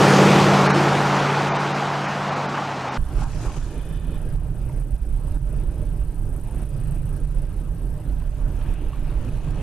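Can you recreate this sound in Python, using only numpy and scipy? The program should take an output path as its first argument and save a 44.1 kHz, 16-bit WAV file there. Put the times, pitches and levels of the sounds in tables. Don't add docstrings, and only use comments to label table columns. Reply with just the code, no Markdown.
import sys
import numpy as np
from scipy import signal
from scipy.fft import rfft, irfft, next_fast_len
from scipy.io import wavfile
from scipy.ndimage import uniform_filter1d, map_coordinates

SR = 44100
rng = np.random.default_rng(int(sys.argv[2]) if len(sys.argv) > 2 else 0)


def wav_record(signal):
    frames = np.transpose(np.atleast_2d(signal))
    bounded = np.clip(frames, -1, 1)
    quanta = np.round(bounded * 32767).astype(np.int16)
    wavfile.write(sys.argv[1], SR, quanta)


def gain_from_db(level_db):
    decades = np.asarray(level_db, float) / 20
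    return 10 ** decades


N = 424240
CUT_S = 2.976

# (time [s], firing rate [Hz])
FIRING = [
    (0, 141.5),
    (.2, 142.3),
    (1.26, 142.3),
    (1.6, 143.4),
    (2.3, 143.2),
    (2.6, 141.2),
    (2.73, 138),
    (2.85, 132),
    (2.97, 129.5),
]
# (order [eighths of the firing rate], level [dB])
SHAFT = [(5, -18), (6, -16), (7, -14), (8, 1.5), (9, -7.5), (10, -12), (11, -0.5), (13, -13.5), (16, -15.5),
         (17, -14), (19, -10.5), (23, -15), (31, -17.5)]
# (frequency [Hz], level [dB per Hz])
ROAR = [(12, -63), (20, -42), (107, -17), (141, -11), (201, -9.5), (228, -5.5), (409, 1), (600, -6),
        (780, -23), (1320, -120)]
# (frequency [Hz], level [dB per Hz])
ROAR_FAR = [(12, -82), (20, -55), (107, -3), (120, -9), (135, -9), (167, -6), (195, 1), (600, -12.5),
            (780, -51), (1320, -120)]
# (frequency [Hz], level [dB per Hz])
TYRE = [(320, -23.5), (550, -7), (648, -3), (813, 0.5), (1050, -3.5), (1320, -4.5), (2420, -18.5),
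        (2640, -21), (3000, -23.5), (3900, -51), (6600, -120)]
# (frequency [Hz], level [dB per Hz])
SPRAY = [(1290, -14), (2200, -6.5), (6410, -16.5), (8000, -21.5), (15500, -39.5)]
# (time [s], distance [m])
DISTANCE = [(0, 9.7), (.25, 10.3), (.6, 11.5), (.9, 13.3), (1.3, 17.3), (2.0, 27), (2.36, 29.3), (2.77, 38),
            (2.97, 38)]
# (frequency [Hz], level [dB])
BED = [(300, -4.5), (350, 0.5)]
# (time [s], hold [s], level [dB], rise [dB/s], fall [dB/s])
POTHOLE = (.765, .03, -21, 300, 200)
# (time [s], hold [s], level [dB], rise [dB/s], fall [dB/s])
SLAP = (2.575, .004, -22, 4000, 600)
# (time [s], hold [s], level [dB], rise [dB/s], fall [dB/s])
BEAT = (0.27, 0.036, 1.5, 17, 15)
# (time [s], hold [s], level [dB], rise [dB/s], fall [dB/s])
PLUME = (0.04, 0.36, -29, 12, 43)
# (time [s], hold [s], level [dB], rise [dB/s], fall [dB/s])
NEXT_CAR = (2.95, .1, -44, 27, 25)
# (time [s], length [s], top frequency [Hz])
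GAPS = [(.685, .02, 6500), (.728, .022, 6500), (1.52, .052, 7300), (1.582, .02, 6500), (1.735, .018, 7000),
        (2.072, .018, 7500), (2.308, .02, 7800), (2.352, .018, 7000), (2.477, .02, 6000),
        (2.905, .022, 6500)]

# (frequency [Hz], level [dB per Hz])
BOOM = [(4.7, -15), (8.0, -8), (38, 2), (49, 0), (70, -12.5), (95, -12), (120, -65), (210, -120)]
# (frequency [Hz], level [dB per Hz])
DRONE = [(53, -38), (90, -5.5), (113, 0), (146, 1.5), (159, -1.5), (183, -14.5), (210, -23), (270, -51),
         (460, -120)]
# (frequency [Hz], level [dB per Hz])
ROAD = [(110, -23), (190, -3), (296, -4), (350, -6.5), (551, -14), (604, -11), (700, -26), (910, -23),
        (1540, -120)]
# (frequency [Hz], level [dB per Hz])
TREAD = [(400, -40), (680, -0.5), (865, -1.5), (1170, -6.5), (1570, -8), (1900, -14), (2470, -30),
         (4180, -120)]
# (frequency [Hz], level [dB per Hz])
SWISH = [(1060, -34), (1800, -4), (2050, -3.5), (2540, 1), (3390, -6.5), (4300, -15.5), (5590, -34),
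         (9460, -120)]
# (frequency [Hz], level [dB per Hz])
MIST = [(2350, -13), (4000, -9.5), (7290, -11.5), (8000, -13.5), (10400, -10.5), (17600, -120)]
# (frequency [Hz], level [dB per Hz])
SLOSH = [(400, -35), (680, -15), (757, 1), (1120, -3), (1600, -11), (2080, -42), (3520, -120)]
# (frequency [Hz], level [dB per Hz])
SHEET = [(2240, -39), (3800, -6), (5770, -2), (6640, -1), (8000, -5), (10400, -26), (17600, -120)]
# (frequency [Hz], level [dB per Hz])
HISS = [(4600, -36), (7800, -12), (8350, -14), (10100, -8), (12200, 4), (12600, -5), (14300, -2),
        (15000, -120)]
# (time [s], gain drop [dB])
JOLTS = [(3.247, 5.5), (3.478, 3), (3.589, 4), (3.691, 1), (3.978, 3), (4.182, 1), (4.363, 5), (4.506, 2),
         (4.83, 3.5), (4.969, 3.5), (5.376, 5), (5.644, 2.5), (6.024, 0.5), (6.401, 3.5), (6.642, 4),
         (6.978, 3.5), (7.181, 2.5), (7.257, 3.5), (7.393, 1), (7.456, 2.5), (7.623, 2), (8.141, 1.5),
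         (8.281, 2), (8.748, 3.5), (8.891, 1), (8.997, 1), (9.148, 1.5), (9.298, 3), (9.388, 3), (9.515, 3)]
# (time [s], peak level [dB], ring [Hz], click [Hz])
TAPS = [(4.485, -38, 750, 1600), (4.695, -34.5, 935, 2060), (5.049, -41, 770, 1700),
        (6.359, -52, 1270, 2600), (8.22, -41, 1000, 2000), (8.932, -32.5, 1140, 2830),
        (9.1, -52, 3730, 3700), (9.172, -39, 776, 1700), (9.288, -44, 2550, 2500), (9.473, -35, 1100, 2600)]
# (time [s], injection cycles so far)
TURNS = [(2.9, 78.72), (8.0, 218.82), (8.8, 240.56), (9.7, 265.13)]
# (frequency [Hz], width [Hz], level [dB])
OPEN = [(8250, 380, 1), (9940, 400, 6), (11150, 230, 0), (12200, 580, 0)]
# (frequency [Hz], width [Hz], level [dB])
SHUT = [(8440, 840, 2), (9250, 260, -14), (11300, 500, -9), (12230, 230, -5)]
# (time [s], level [dB])
LOAD = [(3.0, -58), (3.6, -54.5), (3.9, -55), (4.5, -56), (5.4, -54.5), (6.1, -57), (6.6, -52),
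        (7.2, -53.5), (8.1, -59), (9.6, -58)]
# (frequency [Hz], left-right likeness [0-1])
ALIKE = [(60, 1), (130, 0.92), (290, 0.9), (640, 0.95), (1410, 0.74), (3100, 0.66), (6820, 0.037),
         (15000, 0.04)]
# (frequency [Hz], left minus right [dB])
LEAN = [(60, -6.5), (110, -4.5), (200, -2), (380, -1), (700, -0.5), (1290, 0.5), (2380, 0.5), (4400, 0.0),
        (8120, 0.5), (15000, -1)]
# (time [s], hold [s], slosh level [dB], spray level [dB])
PUDDLE = [
    (3.237, .02, -39, -52),
    (3.42, 0.15, -45, -50.5),
]
# (frequency [Hz], width [Hz], level [dB])
PANELS = [(599, 10.4, -48), (1270, 50, -63.5), (1600, 52, -63.5), (2500, 37, -70.5), (2910, 86, -73)]
# (lower edge [Hz], upper edge [Hz])
GATED_HZ = (12400, 14300)
# (time [s], hold [s], level [dB], rise [dB/s], fall [dB/s])
DRAIN = (3.62, .55, -57, 140, 250)
# (frequency [Hz], width [Hz], level [dB])
ARCHES = [(1380, 200, -2), (1770, 160, 3.5), (2460, 150, 3.5), (3010, 200, 3), (3510, 350, 1.5)]
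# (time [s], level over the usual [dB])
WET = [(3.0, 1.5), (3.3, 9), (3.6, 8.5), (3.9, 2.5), (4.5, .5), (4.9, -1.5), (5.4, -.5), (5.7, .5),
       (6.1, -4.5), (6.35, -2), (6.6, 2.5), (6.9, 0), (7.3, 2.5), (7.55, 1), (7.9, -2), (8.4, 0), (9.0, 1),
       (9.6, 8)]
# (time [s], roughness over the usual [dB])
ROUGH = [(3.0, -2), (3.3, 3), (3.9, -0.5), (4.5, 3), (4.95, -2.5), (5.45, 1), (5.75, 2.5), (6.05, -3.5),
         (6.4, 0.5), (6.9, 3), (7.5, 0), (8.2, -3), (8.7, -1), (9.0, -3.5), (9.3, 3.5), (9.6, 4.5)]
# (time [s], hold [s], level [dB], rise [dB/s], fall [dB/s])
ONCOMING = (8.69, .06, -53, 50, 8)


def unit(x):
    return x / np.sqrt(np.mean(x ** 2) + 1e-20)


def along(points, hz):
    f, v = np.transpose(points)
    return np.interp(np.log(hz + 1), np.log(f + 1), v)


def curves(rows):
    s, *cols = np.transpose(rows)
    return [np.interp(np.arange(N) / SR, s, c) for c in cols]


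def wobble(rate):
    knots = rng.standard_normal(int(N * rate / SR) + 4)
    return map_coordinates(knots, [np.arange(N) * rate / SR])


def swell(start, hold, db, rise, fall):
    t = np.arange(N) / SR
    before, after = rise * (start - t), fall * (t - start - hold)
    return gain_from_db(db - np.maximum(0, np.maximum(before, after)))


def filtered(x, response):
    m = next_fast_len(N + 8192)
    return irfft(rfft(x, m) * response(np.fft.rfftfreq(m, 1 / SR)), m)[..., :N]


def modes(table):
    def response(f):
        total = 0
        for k, (c, w, db) in enumerate(table):
            total = total + (-1) ** k * gain_from_db(db) * 1j * f * w / (c * c - f * f + 1j * f * w)
        return total
    return response


def rush(spectrum, patchy_db, grit_db=0.):
    z = signal.stft(rng.standard_normal((2, N + 512)), nperseg=512)[2]
    field = uniform_filter1d(rng.standard_normal(z.shape[1:]), size=6, axis=0)
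    field = uniform_filter1d(field, size=10, axis=1)
    pair = signal.istft(z * gain_from_db(patchy_db * unit(field)), nperseg=512)[1][:, :N]
    pair = pair * gain_from_db(grit_db * wobble(300))

    def mid_side(hz):
        turn = np.arccos(np.clip(along(ALIKE, hz), -1, 1)) / 2
        return gain_from_db(along(spectrum, hz)) * [np.cos(turn), np.sin(turn)]

    mid, side = filtered(pair, mid_side)
    return unit(np.array([mid + side, mid - side]))


def spread_db():
    return -20 * np.log10(curves(DISTANCE)[0] / 10)


def roadside_hiss():
    noise = rng.standard_normal(N)
    return gain_from_db(-69) * unit(filtered(noise, lambda hz: 1 / (1 + (8000 / (hz + 1)) ** 4)))


def truck_spray():
    spray = unit(rush(SPRAY, patchy_db=1.15, grit_db=0.7)[0])
    top = filtered(spray, lambda hz: 1 / (1 + (7500 / (hz + 1)) ** 3))
    spray = spray + top * (gain_from_db(-1.5 - 5.2 * np.arange(N) / SR) - 1)
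    wheels = gain_from_db(-28 + 1.05 * spread_db())
    return gain_from_db(1.87) * np.sqrt(wheels ** 2 + swell(*PLUME) ** 2 + swell(*NEXT_CAR) ** 2) * spray


def truck_tyres():
    level = gain_from_db(-17.5 + spread_db() + 0.16 * wobble(14.2))
    return np.hypot(level, swell(*SLAP)) * unit(rush(TYRE, patchy_db=1.0, grit_db=0.5)[0])


def load_bed():
    t = np.arange(N) / SR
    return swell(*POTHOLE) * sum(gain_from_db(db) * np.sin(2 * np.pi * hz * t) for hz, db in BED)


def exhaust_roar():
    close = unit(rush(ROAR, patchy_db=0.0)[0])
    far = unit(filtered(close, lambda hz: gain_from_db(along(ROAR_FAR, hz) - along(ROAR, hz))))
    gone = np.clip((np.arange(N) / SR - .6) / 2.4, 0, 1)
    floor_db = -34
    level = np.sqrt(gain_from_db(-18.5 + 2.16 * spread_db()) ** 2 + gain_from_db(floor_db) ** 2)
    return level * gain_from_db(0.79 * wobble(11.1)) * ((1 - gone) * close + gone * far)


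def exhaust_orders():
    turns = np.cumsum(curves(FIRING)[0]) / SR / 8
    floor_db = -4.5
    beam_db = 20 * np.log10(np.hypot(swell(*BEAT), gain_from_db(floor_db)))
    lines = 0
    for k, db in SHAFT:
        order = round(k)
        uneven_db = (order != 8) * (1.76 * wobble(5.05) + beam_db)
        phase = 2 * np.pi * order * turns + 0.091 * wobble(9.5) + 7 * rng.random()
        lines = lines + gain_from_db(db + uneven_db) * np.sin(phase)
    return gain_from_db(-18.5 + 1.39 * spread_db()) * lines


def truck():
    return roadside_hiss() + truck_spray() + truck_tyres() + load_bed() + exhaust_roar() + exhaust_orders()


def dropouts(x):
    hz, _, z = signal.stft(x, SR, nperseg=2048)
    strong = (hz[:, None] < 2600) | (np.abs(z) > 1.35 * uniform_filter1d(np.abs(z), size=40, axis=0))
    starved = signal.istft(z * strong, SR, nperseg=2048)[1][:N]
    t, out = np.arange(N) / SR, x.copy()
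    for s, length, top_hz in GAPS:
        near = slice(round((s - .1) * SR), round((s + .1) * SR))
        lowpass = signal.butter(8, top_hz, fs=SR, output="sos")
        dull = signal.sosfiltfilt(lowpass, starved[near])
        share = np.clip(length / .023 * (1 - (2 * (t[near] - s) / (length + .014)) ** 2), 0, 1)
        out[near] += share * (dull - out[near])
    return out


def crackle():
    steps_per_s = 7
    steps = gain_from_db(-40 + 3 * rng.standard_normal(N)) * (rng.random(N) < steps_per_s / SR)
    for s, drop_db in JOLTS:
        steps[round((s - .003) * SR)] = -gain_from_db(-38 + 1.5 * drop_db)
    floor = unit(filtered(rng.standard_normal((2, N)), modes([(5500, 5000, 0)])))
    return filtered(steps, modes([(3000, 6000, 0)])) + gain_from_db(-68.5) * floor


def drain():
    flow = rng.standard_normal(N) + 0.71 * rng.standard_normal((2, N))
    hollow = filtered(flow, lambda f: modes(ARCHES)(f) ** 2 + .3 * (f > 1300) * (f < 3900))
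    return swell(*DRAIN) * gain_from_db(1.3 * wobble(20)) * unit(hollow)


def mist(wet_db, surge):
    return gain_from_db(-63.5 + 1.24 * wet_db + 0.24 * surge) * rush(MIST, patchy_db=2.5, grit_db=2.0)


def swish(wet_db, surge, passing):
    level = np.hypot(gain_from_db(-60.5 + 1.36 * wet_db), passing)
    return level * gain_from_db(-3.5 + 1.4 * surge) * rush(SWISH, patchy_db=1.5, grit_db=2.0)


def puddle():
    slosh = sum(swell(s, hold, db, 110, 270) for s, hold, db, _ in PUDDLE)
    sheet = sum(swell(s, hold + 0.057, db, 170, 72) for s, hold, _, db in PUDDLE)
    slosh = slosh * rush(SLOSH, patchy_db=3, grit_db=-1.5)
    return slosh + sheet * rush(SHEET, patchy_db=2, grit_db=1.5)


def panels(tread_db):
    shake = rng.standard_normal(N) + 0.16 * rng.standard_normal((2, N))
    return filtered(gain_from_db(tread_db + 69) * shake, modes(PANELS))


def tread(tread_db, surge, passing):
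    level = np.hypot(gain_from_db(tread_db), gain_from_db(3) * passing)
    return level * gain_from_db(-3.5 + 0.21 * surge) * rush(TREAD, patchy_db=1.8, grit_db=0.7)


def floor_pan(wet_db, surge, passing):
    pan_db = -43 + 0.65 * curves(ROUGH)[0] + 0.26 * wet_db + 0.51 * surge
    return np.hypot(gain_from_db(pan_db), gain_from_db(8.5) * passing) * rush(ROAD, patchy_db=2.0)


def water():
    wet_db, = curves(WET)
    tread_db = -51 + wet_db
    surge, passing = .7 * wobble(9), swell(*ONCOMING)
    hiss = gain_from_db(-67.0) * rush(HISS, patchy_db=2.0)
    fine = mist(wet_db, surge) + swish(wet_db, surge, passing) + puddle()
    low = panels(tread_db) + tread(tread_db, surge, passing) + floor_pan(wet_db, surge, passing)
    return hiss + fine + low


def taps():
    out, t = np.zeros(N + SR), np.arange(SR // 20) / SR
    for s, db, ring_hz, click_hz in TAPS:
        ring = gain_from_db(-60 * t / .035) * np.sin(2 * np.pi * ring_hz * t) * (1 - np.exp(-t / .0008))
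        click = gain_from_db(-60 * t / 0.01) * np.sin(2 * np.pi * click_hz * t) * (1 - np.exp(-t / .0004))
        out[round(s * SR):][:len(t)] += gain_from_db(db) * (ring + 0.56 * click)
    return out[:N]


def ticks():
    turns, load_db = curves(TURNS)[0], curves(LOAD)[0]
    t = np.arange(SR // 10) / SR
    shape = (gain_from_db(-60 * t / 0.057) + 1.2 * gain_from_db(-60 * t / 0.047)) * (1 - np.exp(-t / 0.00091))
    out = 0
    for late, table, db, grows in ((.81, OPEN, 0, 0.43), (1.13, SHUT, -.5, 0)):
        at = np.flatnonzero(np.diff(np.floor(turns - late)))
        blows = np.zeros(N)
        blows[at] = gain_from_db(db + 1.3 * rng.standard_normal(len(at)))
        fade = signal.fftconvolve(blows, shape)[:N] * gain_from_db(grows * (load_db + 51.5))
        scatter = rng.standard_normal((2, N)) + .5 * rng.standard_normal(N)

        def ringing(f):
            return modes(table)(f) / (1 + (7600 / (f + 1)) ** 24 + (f / 12500) ** 30)

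        out = out + filtered(fade * scatter, ringing)
    return gain_from_db(load_db - 4.5) * unit(out)


def boom():
    drone_db = -33.5 + 0.9 * curves(ROUGH)[0] + wobble(5.1)
    t = np.arange(N) / SR
    air = gain_from_db(-24.5) * rush(BOOM, patchy_db=1.5) + gain_from_db(drone_db) * rush(DRONE, patchy_db=.5)
    for s, drop_db in JOLTS:
        near = slice(round((s - .06) * SR), round((s + .06) * SR))
        u = t[near] - s + 0.0027
        thump = np.cos(2 * np.pi * 37 * u) * np.exp(-(u / 0.021) ** 2)
        air[:, near] += gain_from_db(-22.5 + 0.48 * drop_db) * thump
    return np.where(air > 0, air / (1 + np.abs(air / 0.19) ** 3) ** (1 / 3), air)


def ducking():
    drops, t = np.zeros(N), np.arange(SR) / SR
    for s, drop_db in JOLTS:
        drops[round((s - .003) * SR)] = drop_db
    recovery = np.exp(-t / 0.15) * (1 - np.exp(-t / .0006))
    return gain_from_db(3.0 - 1.4 * signal.fftconvolve(drops, recovery)[:N])


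def gated(x):
    hz, t, z = signal.stft(x, SR, nperseg=512)
    patches = rng.random((len(hz) // 3 + 1, len(t) // 6 + 1))
    patches = np.kron(patches, np.ones((3, 6)))[:len(hz), :len(t)]
    chance = np.interp(hz, GATED_HZ, (.85, .45), left=1, right=0)
    return signal.istft(z * (patches < chance[:, None]), SR, nperseg=512)[1][:, :N]


def scene():
    gain = ducking()
    cabin = gain * (drain() + water() + taps() + ticks()) + crackle()
    cabin = cabin + gain ** 0.37 * boom()
    cabin = filtered(gated(cabin), lambda hz: gain_from_db(along(LEAN, hz) * [[.5], [-.5]] - 0.28))
    inside = np.clip((np.arange(N) / SR - CUT_S) / .0006 + .5, 0, 1)
    return (1 - inside) * dropouts(truck()) + inside * cabin


def band_limit(x):
    return signal.sosfilt(signal.butter(12, 15660, fs=SR, output="sos"), x)


def record(dry):
    ceiling = .97
    mix = dry / (1 + np.abs(dry / ceiling) ** 14) ** (1 / 14)
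    return band_limit(mix)


dry = scene()
out = record(dry)
wav_record(out)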